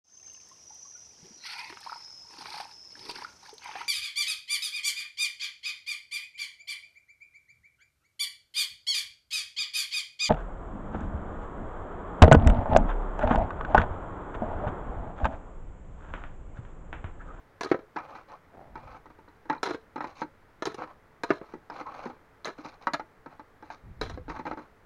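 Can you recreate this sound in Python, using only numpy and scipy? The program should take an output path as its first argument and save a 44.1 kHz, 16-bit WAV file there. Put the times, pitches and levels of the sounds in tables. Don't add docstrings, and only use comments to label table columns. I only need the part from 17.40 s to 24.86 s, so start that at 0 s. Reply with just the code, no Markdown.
import sys
import numpy as np
from scipy import signal
from scipy.fft import rfft, irfft
from scipy.io import wavfile

SR = 44100
rng = np.random.default_rng(int(sys.argv[2]) if len(sys.argv) > 2 else 0)


def inscribe(sig):
    pcm = np.round(np.clip(np.atleast_2d(sig).T, -1, 1) * 32767)
    wavfile.write(sys.argv[1], SR, pcm.astype(np.int16))


N = 328941
TIME = np.arange(N) / SR
AGE = np.arange(SR // 4) / SR


def amp(db):
    return 10 ** (np.asarray(db) / 20)


def unit(x):
    return x / np.sqrt(np.mean(x ** 2) + 1e-18)


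def unit_onset(x):
    return x / np.sqrt(np.mean(x[:int(.012 * SR)] ** 2))


def fade(t, t60_s):
    return np.exp(-np.log(1000) * t / t60_s)


def add(track, start_s, sound):
    start = max(int(start_s * SR), 0)
    track[start:start + len(sound)] += sound[:N - start]


def band(x, low_hz, high_hz):
    return signal.sosfilt(signal.butter(2, [low_hz, high_hz], "band", fs=SR, output="sos"), x)


def colour(x, spectrum):
    hz, db = np.transpose(spectrum)
    bins_hz = np.maximum(np.fft.rfftfreq(len(x), 1 / SR), 1)
    gain = amp(np.interp(np.log(bins_hz), np.log(hz), db))
    return unit(irfft(rfft(x) * gain, len(x)))


def noise(spectrum, size=N):
    return colour(rng.standard_normal(size), spectrum)


def wander(rate_hz):
    knots = rng.standard_normal(int(N / SR * rate_hz) + 2)
    return np.interp(TIME * rate_hz, np.arange(len(knots)), knots)


def slips(rate_hz, spread_db):
    sizes = amp(spread_db * np.minimum(rng.exponential(size=N), 4)) * rng.choice([-1, 1], N)
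    return unit(sizes * (rng.random(N) < rate_hz / SR))


def gesture(rows, attack_s, t60_s, fall_db=0, level_column=2):
    power = np.zeros(N)
    for row in rows:
        start_s, length_s = row[:2]
        t = np.arange(int((length_s + t60_s) * SR)) / SR
        swell = np.minimum(t / attack_s, 1)
        held = amp(row[level_column] - fall_db * np.minimum(t / length_s, 1))
        release = fade(np.maximum(t - length_s, 0), t60_s)
        add(power, start_s, (swell * held * release) ** 2)
    return np.sqrt(power)


def ring(modes, detune=0.019, scatter_db=2):
    hz, db, t60_s = np.transpose(modes)[:, :, None]
    shift, weight, side = rng.standard_normal((3, len(modes), 1))
    waves = np.sin(2 * np.pi * hz * (1 + detune * shift) * AGE) * fade(AGE, t60_s)
    return unit(np.sum(np.sign(side) * amp(db + scatter_db * weight) * waves, axis=0))


def crowd(spectrum, rise_s, t60_s):
    return unit(noise(spectrum, len(AGE)) * (1 - np.exp(-AGE / rise_s)) * fade(AGE, t60_s))


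# freq_hz, gain_db
ROOM_SPECTRUM = [(20, 0.5), (40, -4), (55, -6), (85, -4.5), (200, -10.5), (450, -10.5), (700, -13),
                 (1300, -13), (2000, -18), (2800, -29), (4800, -35), (8000, -41.5), (16000, -43)]
# pitch_hz, level_db
HUM_TONES = [(91.5, -75), (441.4, -73.5), (845.2, -80)]


def background(noise_db=-59, drift=0.0042):
    hum = np.zeros(N)
    for hz, db in HUM_TONES:
        pitch_hz = hz * (1 + drift * wander(8.3))
        hum += amp(db) * np.sqrt(2) * np.sin(2 * np.pi * np.cumsum(pitch_hz) / SR)
    return amp(noise_db) * noise(ROOM_SPECTRUM) + hum


# freq_hz, gain_db
CLICK_AT_MIC = [(1000, -33), (2200, -4), (3200, -2), (3700, 0), (4080, 7.5), (4600, -12), (5500, -7),
                (6500, -12), (7300, -16), (7900, -34), (8600, -20.5), (10800, -29), (13000, -39),
                (15200, -41)]


def board_click(rise_s, t60_s, ping_db=-4):
    modes = [(hz, -8 * np.log2(hz / 4000), 0.8 * t60_s) for hz in rng.uniform(3656, 6700, 5)]
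    crack = crowd(CLICK_AT_MIC, rise_s, t60_s)
    return crack + amp(ping_db) * band(ring(modes, scatter_db=3.5), 3720, 5950)


def rattle(response, decay_s, bounce_db, count=6):
    out = response.copy()
    delays = np.linspace(.3, 2, count) * rng.uniform(.7, 1.3, count)
    for delay, side in zip(delays, rng.choice([-1, 1], count)):
        lag = int(delay * decay_s * SR)
        out[lag:] += side * amp(bounce_db) * np.exp(-delay) * response[:-lag]
    return unit(out)


# freq_hz, gain_db
KNOCK_SPECTRUM = [(300, -19), (550, -2.5), (800, 4.5), (1250, 2.5), (1700, -2.5), (2200, -5), (2800, -15),
                  (4000, -27), (8000, -45.5)]
THUMP_SPECTRUM = [(40, -24.5), (110, -1), (210, -10), (330, 11.5), (440, -8), (580, -5.5), (1200, -50.5)]
# pitch_hz, gain_db, t60_s
HEAP_MODES = [(659, 0, 0.07), (867, -4, 0.045), (920, -5, 0.029), (1266, 2, 0.043), (1360, -33, 0.055),
              (1644, 1.5, 0.028), (2170, -22, 0.014)]
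TUB_MODES = [(310, -8.5, 0.028), (351, -3.5, 0.042), (380, -2, 0.061), (435, -6, 0.07), (474, -1.5, 0.064)]
# start_s, knock_db, thump_db, click_db
TUB_LANDINGS = [(0.2094, -32, -36, -42.5), (0.233, -36, -38.5, -41.5), (0.246, -42, -38.5, -48),
                (0.259, -39, -35, -66), (0.3148, -25.5, -16, -46), (0.343, -34, -27.5, -72),
                (0.39, -50.5, -45, -70.5), (2.2307, -27, -32, -36.5), (2.262, -33.5, -51, -45),
                (2.272, -36, -35, -47), (2.295, -42, -37, -67), (2.308, -35, -30.5, -50.5),
                (2.345, -40.5, -33, -55), (3.2228, -31.5, -33, -44), (3.255, -34.5, -35.5, -38.5),
                (3.269, -35.5, -29.5, -45), (3.344, -45, -39.5, -51.5), (3.8347, -30, -32.5, -41.5),
                (3.9042, -22.5, -19.5, -46), (4.014, -47.5, -39.5, -83), (5.046, -44, -52, -52.5),
                (5.054, -34, -44, -43), (5.535, -30, -50, -36.5), (5.542, -28.5, -45, -42.5),
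                (6.6129, -33, -30, -41.5), (6.697, -42.5, -45.5, -52), (6.775, -48.5, -38, -70)]


def tub():
    out = np.zeros(N)
    highpass = signal.butter(2, 7500, "high", fs=SR, output="sos")
    for start_s, knock_db, thump_db, click_db in TUB_LANDINGS + tumbles():
        heap = ring(HEAP_MODES, detune=0.029, scatter_db=-0.5)
        heap += amp(1) * crowd(KNOCK_SPECTRUM, rise_s=0.00085, t60_s=0.047)
        floor = ring(TUB_MODES, detune=0.052)
        floor += amp(-5) * crowd(THUMP_SPECTRUM, rise_s=0.00019, t60_s=0.029)
        treble_db = np.clip(0.9 * (click_db - knock_db + 16), -12, 7)
        edge = board_click(rise_s=0.0001, t60_s=0.023)
        edge += (amp(treble_db) - 1) * signal.sosfiltfilt(highpass, edge)
        knock = rattle(band(heap, 600, 2800), decay_s=0.0083, bounce_db=-9)
        click = rattle(edge, decay_s=0.008, bounce_db=-3.5)
        add(out, start_s, amp(knock_db) * unit_onset(knock))
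        add(out, start_s, amp(thump_db) * unit_onset(band(floor, 143, 1100)))
        add(out, start_s, amp(click_db) * unit_onset(click))
    return out


# start_s, length_s, level_db
HANDFULS = [(0.22, 0.16, -52), (2.234, 0.11, -41.5), (3.26, 0.08, -49), (3.861, 0.14, -54),
            (5.062, 0.045, -43), (6.625, 0.13, -50)]
SETTLE_FALL_DB = 13.5


def settling(tick_db=-3):
    jolts = np.abs(slips(rate_hz=450, spread_db=5.1))
    shower = unit(signal.oaconvolve(jolts, fade(AGE, t60_s=0.052))[:N])
    motion = gesture(HANDFULS, attack_s=0.0017, t60_s=0.2, fall_db=SETTLE_FALL_DB)
    return motion * shower * (amp(tick_db) * noise(CLICK_AT_MIC) + noise(KNOCK_SPECTRUM))


def tumbles(count=4, knock_gain_db=8, thump_gain_db=7, click_gain_db=-5):
    blows = []
    for start_s, length_s, level_db in HANDFULS:
        for progress in (np.arange(count) + rng.random(count)) / count:
            at_s = start_s + progress * length_s
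            db = level_db - SETTLE_FALL_DB * progress
            blows.append((at_s, db + knock_gain_db, db + thump_gain_db, db + click_gain_db))
    return blows


# start_s, pitch_hz, level_db
CLINKS = [(0.246, 4260, -43), (1.887, 3970, -71), (2.181, 3930, -62), (3.254, 6370, -46), (4.3, 4950, -58),
          (5.047, 4040, -40.5), (5.537, 4140, -46.5), (6.614, 3940, -37.5)]


def clinks(t60_s=0.022, pair_ratio=1.06):
    out = np.zeros(N)
    for start_s, hz, db in CLINKS:
        pair = ring([(hz, 0, t60_s), (hz * pair_ratio, -4, t60_s)], detune=0.0029)
        add(out, start_s, amp(db) * unit_onset(band(pair, 3000, 7700)))
    return out


# pitch_hz, gain_db, t60_s
BENCH_MODES = [(114, -7, 0.061), (150.6, 1.5, 0.094), (262, -5, 0.075), (299, 9, 0.085)]
# start_s, level_db
BENCH_THUDS = [(0.313, -44.5), (3.27, -39.5), (3.904, -28.5), (5.534, -35)]


def bench():
    out = np.zeros(N)
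    for start_s, db in BENCH_THUDS:
        top = ring(BENCH_MODES, detune=0.015, scatter_db=1.5)
        add(out, start_s, amp(db) * unit_onset(band(top, 100, 370)))
    return out


# start_s, knock_db, thump_db, bounce_count
PAN_TAPS = [(0.56, -38, -38, 0), (0.565, -30, -43.5, 2), (0.753, -42.5, -54, 0), (1.355, -39.5, -45.5, 1),
            (1.657, -49.5, -53.5, 0), (1.702, -53, -54, 0), (1.787, -54, -55.5, 0), (1.879, -55.5, -57, 0),
            (2.055, -54.5, -52, 0), (2.092, -47, -58, 0), (2.098, -23, -31, 0), (2.128, -35, -41.5, 2),
            (2.559, -34, -37, 1), (2.606, -32, -40.5, 0), (2.642, -33.5, -40, 0), (2.817, -29.5, -35, 0),
            (3.384, -49, -44, 2), (3.42, -40.5, -48, 1), (4.137, -44, -38, 0), (4.299, -38.5, -48, 1),
            (4.41, -38.5, -42, 0), (4.465, -42, -52, 0), (4.658, -39, -33.5, 0), (4.699, -44, -46.5, 0),
            (5.187, -52, -44.5, 0), (5.254, -42.5, -43.5, 0), (5.4699, -23, -37.5, 0),
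            (5.596, -35, -42.5, 0), (5.86, -44, -44, 0), (5.995, -43.5, -49, 0), (6.225, -45.5, -49.5, 0),
            (6.302, -38, -57, 0), (6.881, -42.5, -39.5, 0), (6.896, -36.5, -41, 1), (6.962, -39, -47, 0),
            (6.993, -36.5, -39, 0), (7.053, -37.5, -43, 0), (7.066, -33, -37, 0), (7.112, -34.5, -37.5, 1),
            (7.173, -41.5, -42.5, 1)]


def taps(first_flight_s=0.02, flight_ratio=0.8, bounce_db=-6.5):
    blows = []
    for at_s, knock_db, thump_db, bounce_count in PAN_TAPS:
        for k in range(bounce_count + 1):
            blows.append((at_s, knock_db + k * bounce_db, thump_db + k * bounce_db))
            at_s += first_flight_s * flight_ratio ** k
    return blows


# pitch_hz, gain_db, t60_s
PAN_MODES = [(578, -17.5, 0.14), (820, -15, 0.14), (872.4, 2.5, 0.083), (936, -4, 0.084), (1005, -9, 0.045),
             (1160, -3.5, 0.025), (1256, -14, 0.078), (1290, -6, 0.076), (1423, -22, 0.12),
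             (1580, -4.5, 0.037), (1910, -18.5, 0.053), (1980, -19.5, 0.12), (2406, -23.5, 0.12),
             (3950, -21, 0.061)]
SCALE_MODES = [(156.4, -11, 0.23), (246.4, -8, 0.12), (271, 0, 0.017), (310, -1, 0.075),
               (399, -14.5, 0.059), (471.6, 2, 0.031)]


def pan(click_gain_db=-24):
    out = np.zeros(N)
    spread = 1 - np.exp(-AGE / 0.00043)
    for start_s, knock_db, thump_db in taps() + catches():
        steel = ring(PAN_MODES, detune=0.0067, scatter_db=3.5)
        steel += amp(-5.5) * crowd(KNOCK_SPECTRUM, rise_s=0.0056, t60_s=0.051)
        base = ring(SCALE_MODES, detune=0.018)
        base += amp(-5) * crowd(THUMP_SPECTRUM, rise_s=0.0075, t60_s=0.11)
        click = band(board_click(rise_s=0.00037, t60_s=0.045), 1200, 11000)
        knock = rattle(band(steel, 510, 2570) * spread, decay_s=0.00385, bounce_db=-8.5)
        add(out, start_s, amp(knock_db) * unit_onset(knock))
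        add(out, start_s, amp(thump_db) * unit_onset(band(base, 185, 890) * spread))
        add(out, start_s, amp(knock_db + click_gain_db) * unit_onset(click))
    return out


def scratch(swing_db=4, flicker_db=5):
    force = noise([(1200, -15), (2300, 9), (3200, -7.5), (4100, 6), (5000, -4),
                   (6400, -5), (7300, -19), (8000, -27), (9000, -12), (15000, -41)])
    resonances = np.zeros(N)
    for hz in np.geomspace(2200, 6900, 12):
        peak = signal.iirpeak(hz, Q=14, fs=SR)
        resonances += signal.lfilter(*peak, force) * amp(swing_db * wander(35))
    return unit(unit(resonances) + amp(-24) * force) * amp(flicker_db * wander(460))


# start_s, length_s, body_db, hiss_db
STROKES = [(0.61, 0.13, -49.5, -73), (0.733, 0.072, -50.5, -65.5), (0.875, 0.077, -51, -68.5),
           (1.378, 0.098, -56, -78), (1.467, 0.1, -51, -72.5), (2.613, 0.09, -50.5, -63.5),
           (2.748, 0.045, -57.5, -58.5), (2.788, 0.025, -51.5, -55), (3.374, 0.064, -43.5, -64),
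           (3.47, 0.041, -50.5, -74), (4.025, 0.03, -56, -70), (4.081, 0.058, -56.5, -69.5),
           (4.319, 0.1, -46, -61.5), (4.468, 0.054, -46.5, -72), (4.533, 0.14, -46.5, -62),
           (4.69, 0.062, -55.5, -79), (5.174, 0.032, -45.5, -56), (5.233, 0.042, -44.5, -54),
           (5.325, 0.022, -53.5, -64.5), (5.404, 0.047, -56, -65), (5.9, 0.049, -57.5, -79),
           (6.237, 0.049, -59, -70), (6.299, 0.034, -49.5, -56.5), (6.886, 0.029, -52, -57.5),
           (6.939, 0.052, -45, -63), (7.054, 0.045, -41.5, -64.5), (7.164, 0.081, -52.5, -74)]


def sliding(attack_s=0.014, t60_s=0.14, jerk_db=3):
    jerks = amp(jerk_db * wander(55))
    force = slips(rate_hz=2200, spread_db=3.7) * jerks
    steel = np.zeros(N)
    for hz, db, free_t60_s in PAN_MODES:
        pressed_db, pressed_t60_s = 0.7 * db, 0.35 * free_t60_s
        weight = amp(pressed_db + 4 * wander(18))
        steel += weight * unit(signal.oaconvolve(force, ring([(hz, 0, pressed_t60_s)]))[:N])
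    steel = unit(band(steel, 500, 2970))
    base = unit(signal.oaconvolve(force, ring(SCALE_MODES))[:N])
    body = amp(-4) * steel + amp(-3) * colour(force, KNOCK_SPECTRUM) + amp(-10) * base
    press = gesture(STROKES, attack_s, t60_s)
    graze = gesture(STROKES, attack_s, t60_s, level_column=3)
    return press * body + amp(-1) * graze * jerks * scratch()


def catches(knock_gain_db=-2.5, thump_gain_db=-8.5, scatter_db=2):
    places = rng.random(len(STROKES))
    offsets_db = scatter_db * rng.standard_normal(len(STROKES))
    blows = []
    for (start_s, length_s, body_db, _), place, offset_db in zip(STROKES, places, offsets_db):
        db = body_db + offset_db
        blows.append((start_s + place * length_s, db + knock_gain_db, db + thump_gain_db))
    return blows


# start_s, length_s, first_hz, last_hz, level_db
SQUEAKS = [(0.927, 0.028, 914, 1200, -49.5), (2.122, 0.017, 1164, 1460, -42),
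           (4.452, 0.0515, 977, 1176, -41.5)]


def squeaks(roughness=0.076):
    out = np.zeros(N)
    for start_s, length_s, first_hz, last_hz, db in SQUEAKS:
        size = int(length_s * SR)
        pitch_hz = np.linspace(first_hz, last_hz, size) * (1 + roughness * wander(447)[:size])
        tone = np.sin(2 * np.pi * np.cumsum(pitch_hz) / SR)
        add(out, start_s, amp(db) * unit(tone * signal.windows.tukey(size, .5)))
    return out


# start_s, length_s, level_db
SLEEVE_RUBS = [(1.12, 0.076, -48)]
SLEEVE_GUSTS = [(1.25, 0.31, -52), (6.42, 0.55, -46), (6.58, 0.1, -40), (7.4, 0.06, -65)]


def sleeve(rumble_db=-1, rub_db=-2, flutter_db=3):
    rumble = noise([(15, -9), (35, -1), (60, -3), (95, -5.5),
                    (150, -12.5), (260, -19.5), (600, -46), (2000, -91)])
    rub = colour(slips(rate_hz=350, spread_db=2.3),
                 [(200, -4), (450, -6.5), (750, 1.5), (1000, -11.5), (1800, -22.5), (5000, -52)])
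    gusts = gesture(SLEEVE_GUSTS, attack_s=0.039, t60_s=0.69)
    drag = gesture(SLEEVE_RUBS, attack_s=0.024, t60_s=0.84)
    return amp(rumble_db + flutter_db * wander(22)) * rumble * gusts + amp(rub_db) * rub * drag


def room_tail(x, low_t60_s=0.28, high_t60_s=0.17, low_db=-29, high_db=-17):
    low = noise([(60, -6), (300, -1.5), (600, 7.5), (1500, -35), (5000, -53)], len(AGE))
    high = noise([(300, -33), (1000, 1), (4500, -4.5), (12000, -6)], len(AGE))
    tail = amp(low_db) * unit(low * fade(AGE, low_t60_s))
    tail += amp(high_db) * unit(high * fade(AGE, high_t60_s))
    build_up = 1 - np.exp(-AGE / 0.0012)
    return signal.fftconvolve(x, tail * build_up / np.sqrt(len(AGE)))[:N]


def scene():
    boards = tub() + bench() + clinks() + settling() + pan() + sliding() + squeaks()
    return (boards + room_tail(boards) + sleeve() + background())[None]


def record(dry):
    return signal.sosfilt(signal.ellip(10, .2, 70, 15800, fs=SR, output="sos"), dry)


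dry = scene()
out = record(dry)
inscribe(out)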